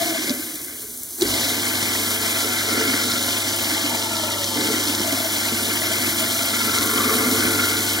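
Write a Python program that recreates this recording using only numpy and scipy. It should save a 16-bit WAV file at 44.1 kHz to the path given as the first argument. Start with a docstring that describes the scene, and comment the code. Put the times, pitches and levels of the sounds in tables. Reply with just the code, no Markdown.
"""A waste disposal unit churns and grinds under a kitchen sink while a spray tap runs into the basin.
Its motor coasts down, is switched on again with a jolt and hums; the spinning plate throws water against
the ringing chamber and flings drops at the metal collar. Air glugs and rings in the drain opening, whose
note drops as the spray is swept over it. Then the pooled water goes down and is ground loudly."""
import sys
import numpy as np
from scipy import signal
from scipy.fft import rfft, irfft
from scipy.io import wavfile

SR = 44100
rng = np.random.default_rng(int(sys.argv[2]) if len(sys.argv) > 2 else 0)


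def transcribe(signal):
    """Save signal, clipped to [-1, 1], as a 16-bit WAV file at the path in sys.argv[1]."""
    frames = np.atleast_2d(signal).T
    limited = np.clip(frames, -1, 1)
    pcm = np.round(limited * 32767).astype(np.int16)
    wavfile.write(sys.argv[1], SR, pcm)


N = 352800
TIME = np.arange(N) / SR
BIN_HZ = np.arange(N // 2 + 1) * SR / N
DIRECT_ONLY = np.array([[1], [0]])   # water sounds travel as a pair: direct, scattered
FULL_TURNS_PER_S = 24.47
SCRAPE_S, SWITCH_ON_S, JOLT_S = 1.182, 1.203, 1.228


def from_db(db):
    """Decibels to gain."""
    return np.exp(np.asarray(db) * (np.log(10) / 20))


def unit_rms(x):
    """Scale to unit power."""
    return x / np.sqrt(np.mean(x ** 2) + 1e-20)


def automation(rows):
    """One curve over time for each column after the first, which holds seconds."""
    seconds, *columns = np.transpose(rows)
    return [np.interp(TIME, seconds, column) for column in columns]


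def on_bins(points):
    """A curve over log frequency, read at every Fourier bin."""
    hz, value = np.transpose(points)
    return np.interp(np.log1p(BIN_HZ), np.log1p(hz), value)


def coloured(x, eq):
    """Shape x with a smooth EQ curve; unit power."""
    return unit_rms(irfft(rfft(x) * from_db(on_bins(eq)), N))


def drift(per_s):
    """A random wander of unit power that changes course about per_s times a second."""
    knots = rng.standard_normal(1000)
    return unit_rms(np.interp(TIME * per_s, np.arange(len(knots)), knots))


def swell(peak_s, rise_s, fall_s):
    """A rounded rise to 1 and fall back."""
    t = TIME - peak_s
    return np.exp(-np.minimum((t / np.where(t < 0, rise_s, fall_s)) ** 2 / 2, 20))


def strikes(events):
    """One click for each event, at its time and level."""
    clicks = np.zeros(N)
    for start_s, db in events:
        clicks[round(start_s * SR)] += from_db(db)
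    return clicks


def fading(clicks, decay_s):
    """An envelope that jumps at each click and dies away."""
    return signal.lfilter([1], [1, -np.exp(-1 / (decay_s * SR))], clicks + 1e-18)


def resonate(x, hz, width_hz):
    """A steep-sided resonance whose pitch may glide; unit power."""
    carrier = np.exp(2j * np.pi * np.cumsum(np.broadcast_to(hz, N)) / SR)
    pole = np.exp(-np.pi * width_hz / SR)
    envelope = signal.lfilter([(1 - pole) ** 2], [1, -2 * pole, pole ** 2], x / carrier + 1e-18)
    return unit_rms(np.real(carrier * envelope))


def ring(x, modes):
    """Drive a bank of steep-sided modes, which add in power; unit power."""
    power = sum(from_db(db) ** 2 / (1 + (2 * (BIN_HZ - hz) / width) ** 2) ** 2 for hz, width, db in modes)
    return unit_rms(irfft(rfft(x) * np.sqrt(power), N))


def splashes(per_s, spread_db, wash_db):
    """Random impacts over a smooth wash, direct and scattered; spread_db makes the rare ones bigger."""
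    chance = rng.random((2, N)) * (SR / per_s)
    lands, impacts = chance < 1, np.zeros((2, N))
    sizes = from_db(spread_db * np.minimum(-np.log(chance[lands]), 4))
    impacts[lands] = sizes * np.sign(rng.random((2, N))[lands] - .5)
    return unit_rms(unit_rms(impacts) + from_db(wash_db) * rng.standard_normal((2, N)))


def churned(water, turns, beat, scrape_db, surge_db, surges_per_s):
    """Two unequal lugs beat the water each turn, and the plate scrapes past the same spots."""
    spots = rng.standard_normal((2, 1800))
    scraping = from_db(scrape_db) * spots[:, (turns % 1 * spots.shape[1]).astype(int)]
    lugs = sum(share * np.cos(2 * np.pi * (order * turns + rng.random()))
               for order, share in ((1, .8), (2, 1), (3, .6), (4, .6), (9, .6)))
    return (water + scraping) * np.exp(beat * lugs) * from_db(surge_db * drift(surges_per_s))


# The microphone's stereo width. 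Each row: frequency in Hz, correlation of left and right.
STEREO_LIKENESS = [(100, .999), (150, .995), (300, .96), (600, .9), (1100, .88), (1800, .68), (2200, .93),
                   (2650, .99), (3400, .87), (4600, .99), (5600, .85), (7200, .76), (7900, .995),
                   (11000, .98), (16000, .85)]
# Phase between its two sides. Each row: frequency in Hz, lead of the left side in radians.
STEREO_LEAD = [(0, 0), (150, 0), (300, -.2), (860, .7), (1290, .5), (1550, -1.2), (1810, -1.4),
               (2200, -2.3), (2650, -3.14), (3000, -3.8), (3500, -5.2), (4300, -6.2), (5100, -6.28),
               (6100, -6.1), (7300, -5.2), (7750, -6.28), (12000, -6.3), (16000, -6.5)]
# Balance between its two sides. Each row: frequency in Hz, left over right in dB.
STEREO_BALANCE = [(100, 0), (200, -.5), (380, -3.5), (700, 8), (1290, 4), (2380, 1), (4400, -.4), (8000, 0),
                  (15000, 0)]
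def stereo_image(pair):
    """The microphone's two sides pick up the water with frequency-dependent phase, level and likeness."""
    direct, scattered = rfft(pair)
    alike, sides = on_bins(STEREO_LIKENESS), np.array([[1], [-1]])
    both = np.sqrt((1 + alike) / 2) * direct + sides * np.sqrt((1 - alike) / 2) * scattered
    phase = np.exp(sides * .5j * on_bins(STEREO_LEAD))
    balance = from_db(sides * on_bins(STEREO_BALANCE) / 2)
    return irfft(both * phase * balance, N)


# Early reflections off the basin walls. Each row: delay in seconds, level in dB.
WALL_ECHOES = [(.0017, -20), (.0029, -26), (.0047, -13.5), (.0083, -16), (0.0132, -20.5)]
def basin(x, ripple=0.025, ripples_per_s=2.5):
    """Close echoes comb the hiss and make it hollow; the rippling water keeps shifting their paths."""
    out = x
    for delay_s, db in WALL_ECHOES:
        lag = delay_s * SR * (1 + ripple * drift(ripples_per_s))
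        heard = np.round(np.arange(N) - lag).astype(int)
        out = out + from_db(db) * x[:, np.clip(heard, 0, N - 1)]
    return out


# The tap's fader, dipping as the spray is swept across the basin. Each row: time in seconds, level in dB.
TAP_LEVEL = [(0, -29.5), (.55, -31.5), (1.16, -31.5), (1.33, -27.5), (2.4, -27.5), (2.8, -31), (3.3, -28.5),
             (4.12, -34), (4.7, -30.5), (5.4, -28), (6.6, -27), (7.15, -25), (8, -28)]
# The bright hiss of water on the basin. Each row: frequency in Hz, relative level in dB.
TAP_EQ = [(40, -7), (80, 1), (170, -7), (330, -19), (520, -29), (650, -16), (830, -14), (1100, -14),
          (1300, -16), (1560, -14), (2500, -17), (4000, -9), (5300, -6.5), (6200, 0), (7500, -3),
          (10000, 2.5), (13000, 0), (16000, -1)]
def tap(splats_per_s=70, splat_s=0.0033):
    """Fine jets patter on the wet basin; now and then a fatter drop bursts into mist."""
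    lands = rng.random(N) < splats_per_s / SR
    splats = lands * from_db(1.7 * np.clip(rng.standard_normal(N), -2, 2))
    patter = splashes(per_s=6800, spread_db=3.2, wash_db=3.5)
    patter *= from_db(0.64 * drift(12) + 0.56 * drift(45))
    patter *= np.hypot(1, fading(splats, splat_s))
    return from_db(automation(TAP_LEVEL)[0]) * basin(coloured(patter, TAP_EQ))


def spray_head_notch(x, hz=765, half_width_hz=75, depth_db=-14, centre_s=4.28, half_s=0.11):
    """The spray head passing over the drain hollows out the band between the opening's two air modes."""
    band = irfft(rfft(x) / (1 + ((BIN_HZ - hz) / half_width_hz) ** 6), N)
    return x - band * (1 - from_db(depth_db * swell(centre_s, half_s, half_s)))


# Glugs, high in the drain opening and low in the chamber.
# Each row: centre in seconds, half length in seconds, pitch in Hz, level in dB.
GLUGS = [(0.024, .02, 667, -28), (0.093, 0.048, 331, -31), (0.2, 0.02, 312, -32), (0.312, .016, 252.6, -28),
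         (0.335, 0.042, 574, -39), (0.394, .015, 308, -29), (0.476, 0.041, 321, -40),
         (.6, .046, 301, -45.5), (.78, .022, 244.6, -48), (.853, 0.091, 422, -47), (.92, 0.02, 250, -48),
         (1.144, 0.0079, 334, -41), (1.385, .04, 653, -36), (2.255, .016, 645, -36),
         (2.368, 0.013, 655, -33.5), (2.474, 0.038, 436.7, -34.5), (2.688, 0.038, 440, -35),
         (2.795, .03, 285, -30.5), (2.8, 0.035, 449, -30), (2.896, 0.018, 263, -28),
         (2.944, 0.015, 281, -33), (3.05, 0.018, 441, -36), (3.725, .03, 301, -29), (3.763, .014, 880, -35),
         (3.866, .02, 294, -30), (3.94, 0.017, 668, -37), (4.06, .012, 886, -37), (4.135, 0.027, 660, -35),
         (4.575, .015, 468, -35), (4.59, 0.012, 302.6, -25), (4.632, 0.012, 304, -26),
         (4.655, .014, 440, -33), (4.71, .014, 433.4, -32), (4.742, 0.018, 322.3, -30),
         (4.886, .016, 297, -29), (5.008, 0.0099, 344, -29), (5.055, .016, 656, -37),
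         (5.13, 0.013, 270.4, -29), (5.15, .02, 663, -33.5), (5.262, .015, 648, -29),
         (5.53, .016, 227.5, -30), (5.612, .016, 259.5, -28), (5.83, .016, 650, -32),
         (5.9, 0.018, 666, -32), (6.023, .014, 663, -35), (6.063, 0.039, 331, -29),
         (6.23, 0.017, 661, -28.5), (6.397, .018, 674, -29), (6.681, 0.014, 273, -29),
         (7.03, .025, 1170, -30), (7.15, .035, 440, -30.5), (7.06, .02, 245, -26), (7.17, .025, 240.3, -26),
         (7.27, .02, 250, -24), (7.33, .016, 265, -26), (7.392, 0.014, 291, -24), (7.458, .02, 250, -26)]
def gurgle(wobble=0.01306, flutter_db=1.5, roughness=0.56):
    """Each pocket of trapped air holds its own note, roughened by the water around it."""
    clock = np.cumsum(1 + wobble * drift(70)) / SR
    notes = sum(from_db(db) * swell(centre_s, half_s, half_s) * np.sin(2 * np.pi * hz * clock)
                for centre_s, half_s, hz, db in GLUGS)
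    flutter = from_db(flutter_db * drift(60)) * (1 + roughness * drift(110))
    return np.sqrt(2) * notes * unit_rms(flutter) * DIRECT_ONLY


# The opening's note, lower as the jets close in on it. Each row: time in seconds, pitch in Hz.
DRAIN_NOTE = [(0, 704), (.3, 608), (1.6, 672), (2.4, 650.1), (4.12, 675.5), (4.3, 606), (4.52, 550),
              (4.85, 550), (5.0, 657.3), (8, 673)]
# The drain sucks air and its note sustains. Each row: start in seconds, end in seconds, level in dB.
SUCKING = [(0, .17, -33.5), (1.327, 1.503, -40), (5.034, 5.3, -36.5), (5.809, 5.952, -37),
           (6.19, 6.52, -38)]
def drain_opening(turns, speed_db, inflow_db, half_covered_db=3.5, suck_fade_s=0.012):
    """Churning, jets and sucked air sound the opening's air modes; under heavy inflow it booms lower."""
    note_hz, = automation(DRAIN_NOTE)
    overtone_hz = np.minimum(1.6 * note_hz, 909)   # tops out with the opening clear
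    gulps = splashes(per_s=280, spread_db=5.5, wash_db=-2.5)
    gulps = churned(gulps, turns, beat=0.095, scrape_db=-7, surge_db=-0.5, surges_per_s=22)
    churn = from_db(1.5 * speed_db)
    covered = 1 / (1 + from_db(half_covered_db - inflow_db - speed_db) ** 4)
    jets = from_db(-37.5) * swell(4.25, rise_s=0.41, fall_s=0.24)   # the spray blows across the rim
    sucking = sum(from_db(db) * np.clip(np.minimum(TIME - start, end - TIME) / suck_fade_s, 0, 1)
                  for start, end, db in SUCKING)
    note_level = np.hypot(np.hypot(from_db(-44) * churn * (1 - covered), jets), sucking)
    note = note_level * resonate(gulps, note_hz, width_hz=72)
    overtone = np.hypot(from_db(-45) * churn ** 2, jets) * resonate(gulps, overtone_hz, width_hz=167)
    boom = from_db(-32.5) * churn * covered * resonate(gulps, hz=441, width_hz=47)
    return note + overtone + boom


def bubbles(per_s=260, low_hz=1800, high_hz=9000, decay_cycles=11.3, rise=0.044, range_db=18):
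    """Small bubbles ping and rise in pitch as they near the surface; unit power."""
    t = TIME[:SR // 50]
    out = np.zeros(N + len(t))
    for when, pitch, softness in rng.random((int(per_s * N / SR), 3)):
        hz, start = low_hz * (high_hz / low_hz) ** pitch, int(when * N)
        age = hz * t / decay_cycles
        chirp = np.sin(2 * np.pi * hz * t * (1 + rise * np.minimum(age, 5)))
        out[start:start + len(t)] += from_db(-range_db * softness) * np.exp(-age) * chirp
    return unit_rms(out[:N])


# Spits of water on the drain collar. Each row: start in seconds, level in dB.
SPITS = [(0.2952, -14.5), (0.3054, -21), (1.2104, -15), (1.2203, -12), (1.3394, -21), (1.8294, -23),
         (3.9379, -27), (4.3276, -18), (4.8763, -19), (4.9492, -14), (4.9995, -33), (6.785, -13.5)]
# Streams hissing on the collar. Each row: centre in seconds, half length in seconds, level in dB.
STREAMS = [(1.425, .08, -29), (3.084, .08, -29.5), (4.943, 0.029, -43), (6.768, .03, -28)]
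def spatter(spray_db, strays_per_s=14, decay_s=0.0022):
    """Water breaks on the collar in spits and streams; stray spits grow stronger when more is flung."""
    lands = rng.random(N) < strays_per_s / SR
    strays = lands * from_db(spray_db + 2 + 5.1 * np.clip(rng.standard_normal(N), -2, 2))
    streams = sum(from_db(db) * swell(centre_s, half_s, half_s) for centre_s, half_s, db in STREAMS)
    envelope = np.hypot(fading(strays + strikes(SPITS), decay_s), streams)
    return envelope * ring(rng.standard_normal((2, N)), [(3970, 870, 5.0), (5700, 3000, -0.5)])


# Hiss of flung drops, also the colour of scrape and rattle.
# Each row: frequency in Hz, relative level in dB.
HISS_EQ = [(40, -30), (80, -21), (170, -20), (500, -3.5), (950, -3), (1850, -2.5), (2700, -25), (4100, -2),
           (6000, -8.5), (8000, 1), (15000, -6.5)]
# The ring of metal collar and basin. Each row: pitch in Hz, width in Hz, relative level in dB.
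COLLAR_MODES = [(2190, 240, 6), (2296, 67, 4), (2630, 116, 4.5), (2920, 116, 9), (3160, 184, 10),
                (3384, 650, 3.5), (4030, 820, 2.5), (4540, 250, 0), (5290, 1240, 2.5), (5970, 410, 1.5),
                (6450, 680, -1), (7000, 270, 0.5), (8140, 390, -26.5)]
def flung_spray(turns, speed_db, load_db):
    """Drops thrown off the plate hiss and ring the collar amid a fizz of bubbles."""
    drops = splashes(per_s=3000, spread_db=0, wash_db=2)
    drops = churned(drops, turns, beat=0.051, scrape_db=-9, surge_db=1.15, surges_per_s=40)
    spray_db = -27.5 + 1.89 * speed_db + 0.098 * load_db
    hiss = from_db(-3.5) * coloured(drops, HISS_EQ)
    collar = from_db(-1.5) * ring(drops, COLLAR_MODES)
    fizz = from_db(-5.5) * bubbles() * DIRECT_ONLY
    return basin(from_db(spray_db) * (hiss + collar + fizz) + spatter(spray_db))


# Sharp little accents. Each row: start in seconds, peak level in dB.
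TICKS = [(0.2952, -23), (0.3054, -19), (0.408, -14), (1.0335, -10), (1.3784, -16), (2.0318, -17),
         (3.1364, -19), (4.3494, -20)]
def ticks(decay_s=0.0015):
    """Single drops and bits of grit strike with a bright snap."""
    t = TIME[:SR // 10]
    bright_noise = signal.lfilter([1, -2, 1], [1, -.35, .35], rng.standard_normal(len(t)))
    tick = bright_noise * np.exp(-t / decay_s)
    return signal.fftconvolve(strikes(TICKS), tick / np.abs(tick).max())[:N]


# Heavy slugs of water landing. Each row: start in seconds, peak level in dB.
THUMPS = [(0.302, -19), (1.826, -22), (2.748, -27), (3.932, -23), (4.558, -26), (4.59, -24), (4.94, -31),
          (5.004, -18.5), (5.13, -25), (5.523, -19.5), (5.688, -19.5), (6.092, -21), (6.987, -18),
          (7.161, -22), (7.26, -18), (7.383, -19), (7.452, -19)]
# The low body of chamber and basin. Each row: pitch in Hz, width in Hz, relative level in dB.
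BODY_MODES = [(89.5, 40, -20), (130, 43, -12), (221, 35, -6), (248.5, 32, 3), (297.4, 75, 0.5),
              (352.7, 36, -1), (427, 49, -7.5), (532, 100, -11.5), (698, 150, -12.5)]
def thumps(low_cut_hz=130):
    """Single slugs of water strike the chamber and set its low modes ringing."""
    t = TIME[:SR // 10]
    thump = sum(from_db(db) * np.exp(-np.pi * width * t) * np.sin(2 * np.pi * hz * t)
                for hz, width, db in BODY_MODES)
    thump = signal.sosfilt(signal.butter(2, low_cut_hz, "high", fs=SR, output="sos"), thump)
    return signal.fftconvolve(strikes(THUMPS), thump / np.abs(thump).max())[:N]


def slosh(turns, speed_db, inflow_db, wake_s=0.037):
    """Churned water booms in the low modes, and each thump leaves a brief sloshing wake."""
    slugs = splashes(per_s=300, spread_db=2.5, wash_db=-2.5)
    slugs = churned(slugs, turns, beat=0.028, scrape_db=-6, surge_db=0.9, surges_per_s=12)
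    churn = from_db(-32.5 + 1.62 * speed_db + inflow_db)
    wake = from_db(-15.5) * fading(strikes(THUMPS), wake_s)
    return np.hypot(churn, wake) * ring(slugs, BODY_MODES)


def scrape(first_db=-34, last_db=-31):
    """As the motor catches, the plate scrapes harder and harder up to the jolt."""
    gate = (TIME > SCRAPE_S) & (TIME < JOLT_S)
    level = from_db(np.interp(TIME, [SCRAPE_S, JOLT_S], [first_db, last_db]))
    return gate * level * coloured(rng.standard_normal((2, N)), HISS_EQ)


# The unit bounces on its mount. Each row: centre in seconds, pitch in Hz, level in dB.
REBOUNDS = [(1.245, 411, -24), (1.261, 307, -29), (1.276, 300, -27)]
def jolt(kick_hz=350, kick_s=0.0043, sway_hz=52, sway_s=0.092):
    """Starting torque kicks one low basin mode; the mount shudders and rattles, and the unit sways."""
    rattle = from_db(-12) * coloured(rng.standard_normal(N), HISS_EQ)
    kick_tone = np.sqrt(2) * np.sin(2 * np.pi * kick_hz * TIME)
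    kick = from_db(-14) * swell(JOLT_S, kick_s, kick_s) * (kick_tone + rattle)
    mount = ring(rng.standard_normal(N), [(356.3, 86, 0)])
    shudder = from_db(-27) * swell(JOLT_S, rise_s=0.023, fall_s=0.029) * (mount + rattle)
    sway = from_db(-39) * swell(JOLT_S, kick_s, sway_s) * np.sin(2 * np.pi * sway_hz * TIME)
    rebounds = sum(from_db(db) * swell(centre_s, kick_s, kick_s) * np.sin(2 * np.pi * hz * TIME)
                   for centre_s, hz, db in REBOUNDS)
    return kick + np.sqrt(2) * rebounds + shudder + sway


def mains_hum(hz=100, left_lead_rad=0.012):
    """The mains drones at one pitch, swelling as the motor pulls up to speed and as it pumps out."""
    inrush_db = 6 * swell(1.33, rise_s=0.021, fall_s=0.021)
    pumping_db = 4.5 * swell(7.5, rise_s=0.26, fall_s=0.48)
    level = from_db(-41 + inrush_db + pumping_db + 0.6 * drift(4.7))
    return np.sqrt(2) * level * np.sin(2 * np.pi * hz * TIME + np.array([[left_lead_rad], [0]]))


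def shaft_turns(speed, wander):
    """Turns made so far by a shaft whose speed wanders slightly."""
    return np.cumsum(FULL_TURNS_PER_S * speed * (1 + wander * drift(8))) / SR


# Shaft tones and slot whine. Each row: cycles per turn (played rounded to a whole number),
# RMS level at full speed in dB, left over right in dB.
MOTOR_TONES = [(2, -60.5, -7.5), (3, -62, -4), (5, -58.5, 0.5), (6, -54.5, -1), (8, -58, 0), (9, -44, -1.5),
               (12, -44.5, -5.5), (13, -45, 2), (14, -47, 1), (17, -53, -4), (18, -54, -11.5),
               (22, -52, -11), (23, -51, 4), (26, -50, 4), (27, -52.5, 13), (29, -57.5, 21),
               (30, -53.5, 12), (33, -54.5, 8), (36, -55.5, 19.5), (39, -58, 3), (42, -50.5, 9),
               (45, -56, -5), (46, -57, 0), (48, -50, -3), (56, -56, 24), (60, -54, 4), (69.6, -54.5, 8),
               (70.55, -55, 2)]
def motor(speed, top_unbalance_order=8, waver_db=3, flutter_db=1.5):
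    """Low unbalance tones follow the shaft even as it coasts; hum and slot whine need the power on."""
    turns = shaft_turns(speed, wander=0.00187)
    powered = np.interp(TIME, [SWITCH_ON_S, JOLT_S], [0, 1]) ** 2
    out = powered * mains_hum()
    for order, db, pan_db in MOTOR_TONES:
        level = speed ** 2 * from_db(db)
        if round(order) > top_unbalance_order:
            level *= powered * from_db(waver_db * drift(9) + flutter_db * drift(55))
        tone = np.sqrt(2) * level * np.sin(2 * np.pi * (round(order) * turns + rng.random()))
        out += tone * from_db([[pan_db / 2], [-pan_db / 2]])
    return out


# The grinding chamber's midrange ring. Each row: pitch in Hz, width in Hz, relative level in dB.
CHAMBER_MODES = [(1485, 50, -2), (1542, 70, 5), (1660, 110, -2), (1738, 97, -0.5), (2048, 150, 3.5),
                 (2183, 82, 7), (2370, 290, -2)]
# The wall's strongest ring. 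Each row: time in seconds, pitch in Hz, level at full speed in dB.
WALL_RING = [(1.3, 1395, -46), (2.02, 1370, -43), (2.12, 1368, -32.5), (2.25, 1374, -43),
             (2.45, 1370, -33.5), (2.66, 1380, -36), (2.77, 1380, -30.5), (3.0, 1385, -33),
             (3.15, 1386, -37), (3.9, 1388, -43.5), (4.2, 1363, -37), (4.42, 1343, -39), (4.53, 1380, -48),
             (4.68, 1370, -35.5), (5.2, 1393, -42.5), (6.45, 1394, -37), (6.6, 1383, -31),
             (7.2, 1370, -31.5), (7.45, 1421, -30), (7.68, 1400, -28.5), (7.85, 1431, -37)]
# The flooded chamber's deeper ring. Each row: pitch in Hz, width in Hz, relative level in dB.
FLOODED_MODES = [(1014, 27, 1), (1102, 62, 1), (1190, 74, 2)]
def grinding(turns, speed_db, load_db):
    """Small slugs grind along the chamber wall, which rings lower while the pooled water floods it."""
    slugs = splashes(per_s=700, spread_db=2, wash_db=3.5)
    slugs = churned(slugs, turns, beat=0.14, scrape_db=-7.5, surge_db=1.5, surges_per_s=35)
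    effort = from_db(1.85 * speed_db + load_db)
    grind = from_db(-34.5) * effort * ring(slugs, CHAMBER_MODES)
    wall_hz, wall_db = automation(WALL_RING)
    wall = from_db(wall_db + 1.7 * speed_db) * resonate(slugs, wall_hz, width_hz=140)
    flooding = from_db(-30) * swell(7, rise_s=0.16, fall_s=0.37)
    flood = np.hypot(from_db(-48.5) * effort, flooding) * ring(slugs, FLOODED_MODES)
    return grind + wall + flood


# The motor coasts down and restarts. Each row: time in seconds, share of full speed.
MOTOR_SPEED = [(0, 0.9), (.3, 0.72), (.38, 0.51), (.6, 0.39), (.95, 0.23), (1.19, .23), (1.222, 0.77),
               (1.32, 1)]
# Water in the chamber, relative to a steady trickle.
# Each row: time in seconds, inflow in dB, load on the plate in dB.
WATER_FEED = [(0, 1, 6), (.3, 3.5, 7), (1.4, 1.5, 3.5), (2.35, -2.5, 4.5), (2.7, 0, 6.5), (2.77, 5, 8),
              (2.95, 2.5, 8), (3.15, 0.5, 2), (3.93, -3, 2), (4.02, -3, -3), (4.3, -7.5, -10),
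              (4.545, -4, -5), (4.57, 4.5, 4.5), (4.76, 4, 5), (4.82, 1, 1.5), (5.3, -3.5, 1.5),
              (6.05, 0.5, 5.5), (6.35, -3, 0.5), (6.65, 1, 7.5), (6.95, 5.5, 6), (7.44, 7, 9),
              (7.7, 3.5, 6.5), (7.9, 0, 2)]
def scene():
    """The plate's speed and the water fed to it drive the churning; the tap runs throughout."""
    speed, = automation(MOTOR_SPEED)
    speed_db = 20 * np.log10(speed)
    inflow_db, load_db = automation(WATER_FEED)
    turns = shaft_turns(speed, wander=0.002)
    water = tap() + gurgle() + drain_opening(turns, speed_db, inflow_db)
    water += flung_spray(turns, speed_db, load_db) + ticks() + thumps() + scrape()
    water += slosh(turns, speed_db, inflow_db) + grinding(turns, speed_db, load_db)
    return stereo_image(spray_head_notch(water)) + jolt() + motor(speed)


def record(dry, low_cut_hz=42, high_cut_hz=15750):
    """The lowest rumble is rolled off and the top is cut steeply."""
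    clean = signal.sosfilt(signal.butter(7, low_cut_hz, "high", fs=SR, output="sos"), dry)
    return signal.sosfilt(signal.ellip(12, .1, 80, high_cut_hz, fs=SR, output="sos"), clean)


dry = scene()
out = record(dry)
transcribe(out)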